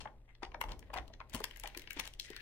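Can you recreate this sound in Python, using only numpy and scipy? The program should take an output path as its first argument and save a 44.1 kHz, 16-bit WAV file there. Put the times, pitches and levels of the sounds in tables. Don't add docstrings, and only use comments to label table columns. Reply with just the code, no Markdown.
import sys
import numpy as np
from scipy import signal
from scipy.fft import rfft, irfft
from scipy.io import wavfile
from scipy.ndimage import uniform_filter1d

SR = 44100
rng = np.random.default_rng(int(sys.argv[2]) if len(sys.argv) > 2 else 0)


def transcribe(signal):
    frames = np.atleast_2d(signal).T
    limited = np.clip(frames, -1, 1)
    pcm = np.round(limited * 32767).astype(np.int16)
    wavfile.write(sys.argv[1], SR, pcm)


N = 106501

# pitch_hz, relative_level_db (per Hz)
RUMBLE_SPECTRUM = [(25, -5), (37, 8), (47, -12), (58, -9.5), (80, -22.5), (170, -33.5), (500, -36),
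                   (1200, -43), (3000, -57), (6000, -54), (16000, -65)]
# pitch_hz, level_db
HUM_TONES = [(120.5, -71)]
# pitch_hz, t60_s, level_db
ROOM_TAIL = [(149, 0.086, -7.5), (463, 0.42, -4.5), (1110, 0.21, -9.5), (2780, 0.17, -13),
             (6550, 0.33, -13), (17700, 0.31, -23.5)]
# delay_s (varied by up to a tenth), level_db
NEAR_ECHOES = [(.0031, -17), (0.0116, -16)]
# time_s, level_db
FLAP_LEVEL = [(0, -50.5), (.35, -69.5), (.46, -58), (.7, -45), (.88, -55.5), (1.0, -46), (1.1, -56),
              (1.28, -59), (1.37, -52), (1.55, -60), (2.0, -58), (2.15, -60.5), (2.41, -63.5)]
# pitch_hz, relative_level_db (per Hz)
FLAP_SPECTRUM = [(15, -17.5), (35, 9.5), (70, 1.5), (130, -12.5), (300, -12), (600, -17.5), (1200, -30),
                 (4000, -54.5)]
# time_s, level_db
CRACKLE_LEVEL = [(.4, -82), (.7, -86), (.87, -70), (1.27, -77), (1.36, -53), (1.55, -65), (1.7, -58.5),
                 (1.85, -64), (2.02, -55), (2.16, -75), (2.26, -56), (2.41, -53)]
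# pitch_hz, relative_level_db (per Hz)
CRACKLE_SPECTRUM = [(100, -54), (500, -1), (1000, -7.5), (1900, 14.5), (4000, 5.5), (8000, -17.5),
                    (16000, -11)]
# pitch_hz, level_db, t60_s
COVER_MODES = [(968, -27.5, 0.024), (1870, -27, 0.0072), (2246, -25, 0.019), (3260, -11, 0.0039),
               (4240, -24.5, 0.02)]
# low_hz, high_hz
BAND_EDGES = [(500, 1400), (1400, 2800), (2800, 6000), (6000, 16000)]
# click_decay_s, left_right_likeness (0 to 1), right_channel_db (against the left)
BAND_CHARACTER = [(0.0034, 0.66, -4), (0.0023, 0, -13), (0.00079, 0.56, -7.5), (0.0018, 0, -12)]
# start_s, pitch_hz, level_db, t60_s
BOARD_KNOCKS = [(0.4287, 347, -30, 0.027), (.9345, 825, -29, 0.016), (.9565, 724, -34.5, 0.043),
                (0.977, 745, -34, 0.06), (1.1, 658, -49, 0.059), (1.3443, 166, -30, 0.058),
                (1.3499, 245, -32.5, 0.036), (1.4048, 420, -30.5, 0.026), (1.6409, 819, -38, 0.1),
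                (1.766, 350, -37, 0.046), (1.965, 282, -39, 0.062), (1.989, 167, -42.5, 0.089),
                (2.302, 385, -38, 0.044)]
# start_s, length_s, board_db, crack_db, snap_db, fizz_db
RUSHES = [(0, 0.021, -50, -51, -46.5, -51.5), (0.275, 0.053, -74, -64, -102, -83),
          (0.421, 0.024, -42, -54, -69.5, -58.5), (0.651, 0.096, -54.5, -66, -81, -97),
          (0.681, 0.046, -55, -54.5, -61, -62), (0.93, 0.028, -44, -44.5, -56, -54),
          (0.959, 0.026, -46, -51.5, -58.5, -60), (1.324, 0.071, -54.5, -54.5, -57.5, -51),
          (1.633, 0.011, -40, -51, -71, -44), (1.96, 0.051, -55.5, -50.5, -54, -59),
          (2.029, 0.053, -86, -53, -63.5, -59), (2.191, 0.078, -98, -92, -55, -54.5)]
# time_s, board_db, crack_db, snap_db, fizz_db
SNAPS = [(0.0547, -37.5, -48, -87, -98), (0.073, -51, -50.5, -90, -93), (0.3509, -75, -63, -61.5, -91.5),
         (0.4312, -42.5, -42, -46.5, -83), (0.4332, -46, -52, -53, -90), (0.4498, -62, -50, -51, -77),
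         (0.517, -56, -55.5, -65.5, -90), (0.544, -38, -45, -54, -89), (0.6127, -32.5, -32, -46, -39.5),
         (0.6381, -39, -45.5, -52.5, -58.5), (0.7191, -50.5, -75, -44.5, -61.5),
         (0.793, -77, -67, -62, -54), (0.8253, -63.5, -55.5, -67, -103), (0.9009, -47, -58, -78, -93),
         (0.9403, -45.5, -47.5, -49, -49), (0.9694, -45.5, -42, -54, -63.5), (0.9752, -46, -48, -45.5, -61),
         (0.9843, -53, -40, -51, -70), (1.0794, -63, -77, -57.5, -64.5), (1.137, -66, -55, -53, -80),
         (1.2019, -43.5, -48.5, -58, -87), (1.2111, -46.5, -49.5, -81, -82), (1.297, -66, -87, -60.5, -57),
         (1.337, -58, -48, -47, -49.5), (1.3474, -41.5, -44.5, -39.5, -38.5),
         (1.3539, -46, -67, -48.5, -43), (1.4028, -41, -65, -55, -50.5), (1.441, -42, -36, -34.5, -36),
         (1.5103, -64, -48.5, -51.5, -62.5), (1.561, -68, -49, -58, -57.5), (1.5716, -61, -61, -69, -51),
         (1.598, -70, -54.5, -58, -44), (1.6363, -61, -41.5, -48.5, -49),
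         (1.6572, -72, -40.5, -51.5, -82.5), (1.6743, -51, -50, -44, -47), (1.748, -57, -43.5, -54, -64),
         (1.774, -57, -47.5, -44.5, -41), (1.795, -79, -51, -52, -52.5), (1.819, -75, -52, -56, -56),
         (1.874, -61.5, -46, -50, -76.5), (1.9066, -86, -36.5, -48, -45), (1.931, -78, -51, -70, -47.5),
         (1.9949, -41, -55, -39.5, -47.5), (1.998, -76, -34, -37, -37.5), (2.0372, -67, -51, -52, -87),
         (2.0539, -51.5, -63, -47, -54), (2.075, -54, -52, -45, -47.5), (2.1369, -79, -82, -51, -57.5),
         (2.1979, -72, -48.5, -34, -44.5), (2.3022, -86, -73, -49.5, -52.5),
         (2.3324, -64, -49, -56.5, -76.5), (2.3643, -61, -44.5, -44.5, -51.5)]

RUMBLE_DB, RUMBLE_LIKENESS = -57.5, 0.99
ROOM_RIGHT_DB, ROOM_ONSET_S = -2.5, 0.00067
ROOM_MONO_HZ = 1420
FLAP_RIGHT_DB = -2.76
DRAG_START_S, DRAG_FROM_HZ, DRAG_TO_HZ, DRAG_WIDTH_HZ = 2.22, 2140, 1700, 170
DRAG_DB = -56
CRACKLES_PER_S, CRACKLE_SPREAD_DB = 3500, 2.5
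JACKET_RIGHT_DB = -8.5
CLUMP_S, CLUMP_DB = 0.004, 4
GRIP_DETUNE = 0.099
KNOCK_RISE_S, KNOCK_RIGHT_DB = 0.0025, -4.5
KNOCK_SCUFF = 0.45
RUSH_ATTACK_S, RUSH_RELEASE_S, RUSH_TOP_HZ = 0.0075, 0.019, 9140
GRAINS_PER_S, GRAIN_SPREAD_DB = 920, 3.5
RUSH_SMOOTH = 0.46
SHARP_RISE_S = 0.00016
SOFT_EXTRA_RISE_S, SOFT_RANGE_DB = 0.0011, 20
FIRST_SNAP = 0.57
LEAD_IN_S, LEAD_IN_DB = 0.0035, -14.5
RIGHT_LAG_S = 0.00008
TOP_HZ = 15900


def amp(db):
    return 10 ** (np.asarray(db) / 20)


def unit(x):
    return x / np.sqrt(np.mean(x ** 2) + 1e-20)


def read(points, hz, axis=1):
    table = np.transpose(points)
    return np.interp(np.log(hz + 1), np.log(table[0] + 1), table[axis])


def level(points):
    return amp(np.interp(np.arange(N) / SR, *np.transpose(points)))


def add(mix, s, sound):
    start = max(round(s * SR), 0)
    part = mix[:, start:][:, :sound.shape[1]]
    part += sound[:, :part.shape[1]]


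def colour(x, points):
    log_gain = np.log(amp(read(points, abs(np.fft.fftfreq(N, 1 / SR)))))
    response = np.exp(np.conj(signal.hilbert(log_gain)))[:N // 2 + 1]
    return unit(irfft(rfft(x) * response, N))


def pair(a, b, likeness):
    c = np.clip(likeness, 0, 1)
    right = c * unit(a) + np.sqrt(1 - c * c) * unit(b)
    return np.array([unit(a), unit(right)])


def background():
    t = np.arange(N) / SR
    hum = sum(amp(db) * np.sqrt(2) * np.sin(2 * np.pi * (hz * t + rng.random())) for hz, db in HUM_TONES)
    rumble = pair(*colour(rng.standard_normal((2, N)), RUMBLE_SPECTRUM), RUMBLE_LIKENESS)
    return amp(RUMBLE_DB) * rumble + hum


def room(x):
    t = np.arange(SR // 2) / SR
    hz, at, z = signal.stft(rng.standard_normal((2, len(t))), SR, nperseg=256)
    alike = 1 / (1 + (hz[:, None] / ROOM_MONO_HZ) ** 2)
    z = np.array([z[0], alike * z[0] + np.sqrt(1 - alike ** 2) * z[1]])
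    t60 = read(ROOM_TAIL, hz)[:, None]
    gain = amp(read(ROOM_TAIL, hz, axis=2))[:, None]
    even_energy = np.sqrt(2 * np.log(1000) / (t60 * SR))
    z = z * gain * even_energy * np.exp(-np.log(1000) * at / t60)
    tail = signal.istft(z, SR, nperseg=256)[1][:, :len(t)]
    tail = tail * np.minimum(t / ROOM_ONSET_S, 1)
    for delay_s, db in NEAR_ECHOES:
        places = (delay_s * SR * rng.uniform(.9, 1.1, 2)).astype(int)
        tail[[0, 1], places] += amp(db)
    return signal.fftconvolve(x[:1], tail, axes=1)[:, :N] * amp([[0], [ROOM_RIGHT_DB]])


def flap():
    noise = colour(rng.standard_normal((2, N)), FLAP_SPECTRUM)
    return pair(*noise, 0.81) * level(FLAP_LEVEL) * amp([[0], [FLAP_RIGHT_DB]])


def drag():
    t = np.arange(N) / SR
    stroke = np.clip((t - DRAG_START_S) / (N / SR - DRAG_START_S), 0, 1)
    pitch_hz = DRAG_FROM_HZ + (DRAG_TO_HZ - DRAG_FROM_HZ) * stroke
    turn = np.exp(2j * np.pi * np.cumsum(pitch_hz) / SR)
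    low_pass = signal.butter(2, DRAG_WIDTH_HZ / 2, fs=SR, output="sos")
    narrow = signal.sosfilt(low_pass, rng.standard_normal((2, N)) / turn)
    whistle = pair(*(narrow * turn).real, 0.35)
    return amp(DRAG_DB) * whistle * np.sqrt(stroke) * amp([[0], [JACKET_RIGHT_DB]])


def grains(size, per_s, spread_db):
    strength = amp(spread_db * np.minimum(rng.exponential(1, size), 4))
    return strength * rng.choice([-1, 1], size) * (rng.random(size) < per_s / SR)


def clumps(size):
    wander = uniform_filter1d(rng.standard_normal(size), max(round(CLUMP_S * SR), 2))
    return amp(CLUMP_DB * unit(wander))


def crackle():
    ticks = grains((2, N), CRACKLES_PER_S, CRACKLE_SPREAD_DB) * clumps(N)
    ticks = colour(ticks, CRACKLE_SPECTRUM)
    return pair(*ticks, 0.2) * level(CRACKLE_LEVEL) * amp([[0], [JACKET_RIGHT_DB]])


def knock(hz, db, t60):
    t = np.arange(SR // 8) / SR
    around_pitch = signal.butter(2, [hz / 2, hz * np.sqrt(2)], "band", fs=SR, output="sos")
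    scuff = unit(signal.sosfilt(around_pitch, rng.standard_normal(len(t))))
    swing = np.sin(2 * np.pi * hz * t) + KNOCK_SCUFF * scuff
    rise = np.sin(np.pi / 2 * np.minimum(t / KNOCK_RISE_S, 1)) ** 2
    return swing * rise * amp(db - 60 * t / t60) * amp([[0], [KNOCK_RIGHT_DB]])


def grip():
    return 1 + GRIP_DETUNE * rng.uniform(-1.08, 1, len(COVER_MODES))


def through_cover(drive, band, likeness, right_db, detune):
    t = np.arange(drive.shape[1]) / SR
    ring = (t == 0).astype(float)
    for (hz, db, t60), shift in zip(COVER_MODES, detune):
        ring += amp(db - 60 * t / t60) * np.cos(2 * np.pi * hz * shift * t)
    rung = signal.fftconvolve(drive, ring[None], axes=1)[:, :len(t)]
    band_pass = signal.butter(4, band, "band", fs=SR, output="sos")
    left, right = pair(*signal.sosfilt(band_pass, rung), likeness)
    return np.array([left, amp(right_db) * right])


def rush(length, levels_db):
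    t, out, detune = np.arange(SR // 4) / SR, 0, grip()
    drive = unit(grains((2, len(t)), GRAINS_PER_S, GRAIN_SPREAD_DB))
    drive = drive + RUSH_SMOOTH * rng.standard_normal((2, len(t)))
    drive = drive * clumps(len(t))
    release = np.exp(-np.maximum(t - length + RUSH_RELEASE_S, 0) / RUSH_RELEASE_S)
    swell = np.minimum(t / RUSH_ATTACK_S, 1) * release
    for band, db, (_, likeness, right_db) in zip(BAND_EDGES, levels_db, BAND_CHARACTER):
        out = out + amp(db) * through_cover(drive, band, likeness, right_db, detune)
    return signal.sosfilt(signal.butter(4, RUSH_TOP_HZ, fs=SR, output="sos"), out * swell)


def click(s, levels_db):
    t, out = np.arange(-441, 1764) / SR, 0
    noise, detune = rng.standard_normal((2, len(t))), grip()
    soft = np.clip((levels_db[0] - levels_db[3]) / SOFT_RANGE_DB - .5, 0, 1)
    rise_s = SHARP_RISE_S + soft * SOFT_EXTRA_RISE_S
    creep = amp(LEAD_IN_DB) * np.exp(-abs(t) / LEAD_IN_S)
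    rise = np.clip(t / rise_s, 0, 1) ** 2
    for band, db, (decay_s, likeness, right_db) in zip(BAND_EDGES, levels_db, BAND_CHARACTER):
        chatter = rise * np.exp(-np.maximum(t - rise_s, 0) / decay_s)
        drive = noise * (creep + chatter)
        drive[0, np.searchsorted(t, rise_s)] -= FIRST_SNAP * (1 - soft) * np.linalg.norm(drive[0])
        gain = amp(db) / np.sqrt(10)
        out = out + gain * through_cover(drive, band, likeness, right_db, detune)
    return s + t[0], out


def scene():
    book = crackle() + drag()
    for s, *levels_db in SNAPS:
        add(book, *click(s, levels_db))
    for s, length, *levels_db in RUSHES:
        add(book, s, rush(length, levels_db))
    for s, hz, db, t60 in BOARD_KNOCKS:
        add(book, s, knock(hz, db, t60))
    left, right = book + room(book) + flap() + background()
    return np.array([left, np.roll(right, round(RIGHT_LAG_S * SR))])


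def record(dry):
    low_pass = signal.firwin(401, TOP_HZ, window=("kaiser", 9), fs=SR)
    return signal.oaconvolve(dry, low_pass[None], "same")


dry = scene()
out = record(dry)
transcribe(out)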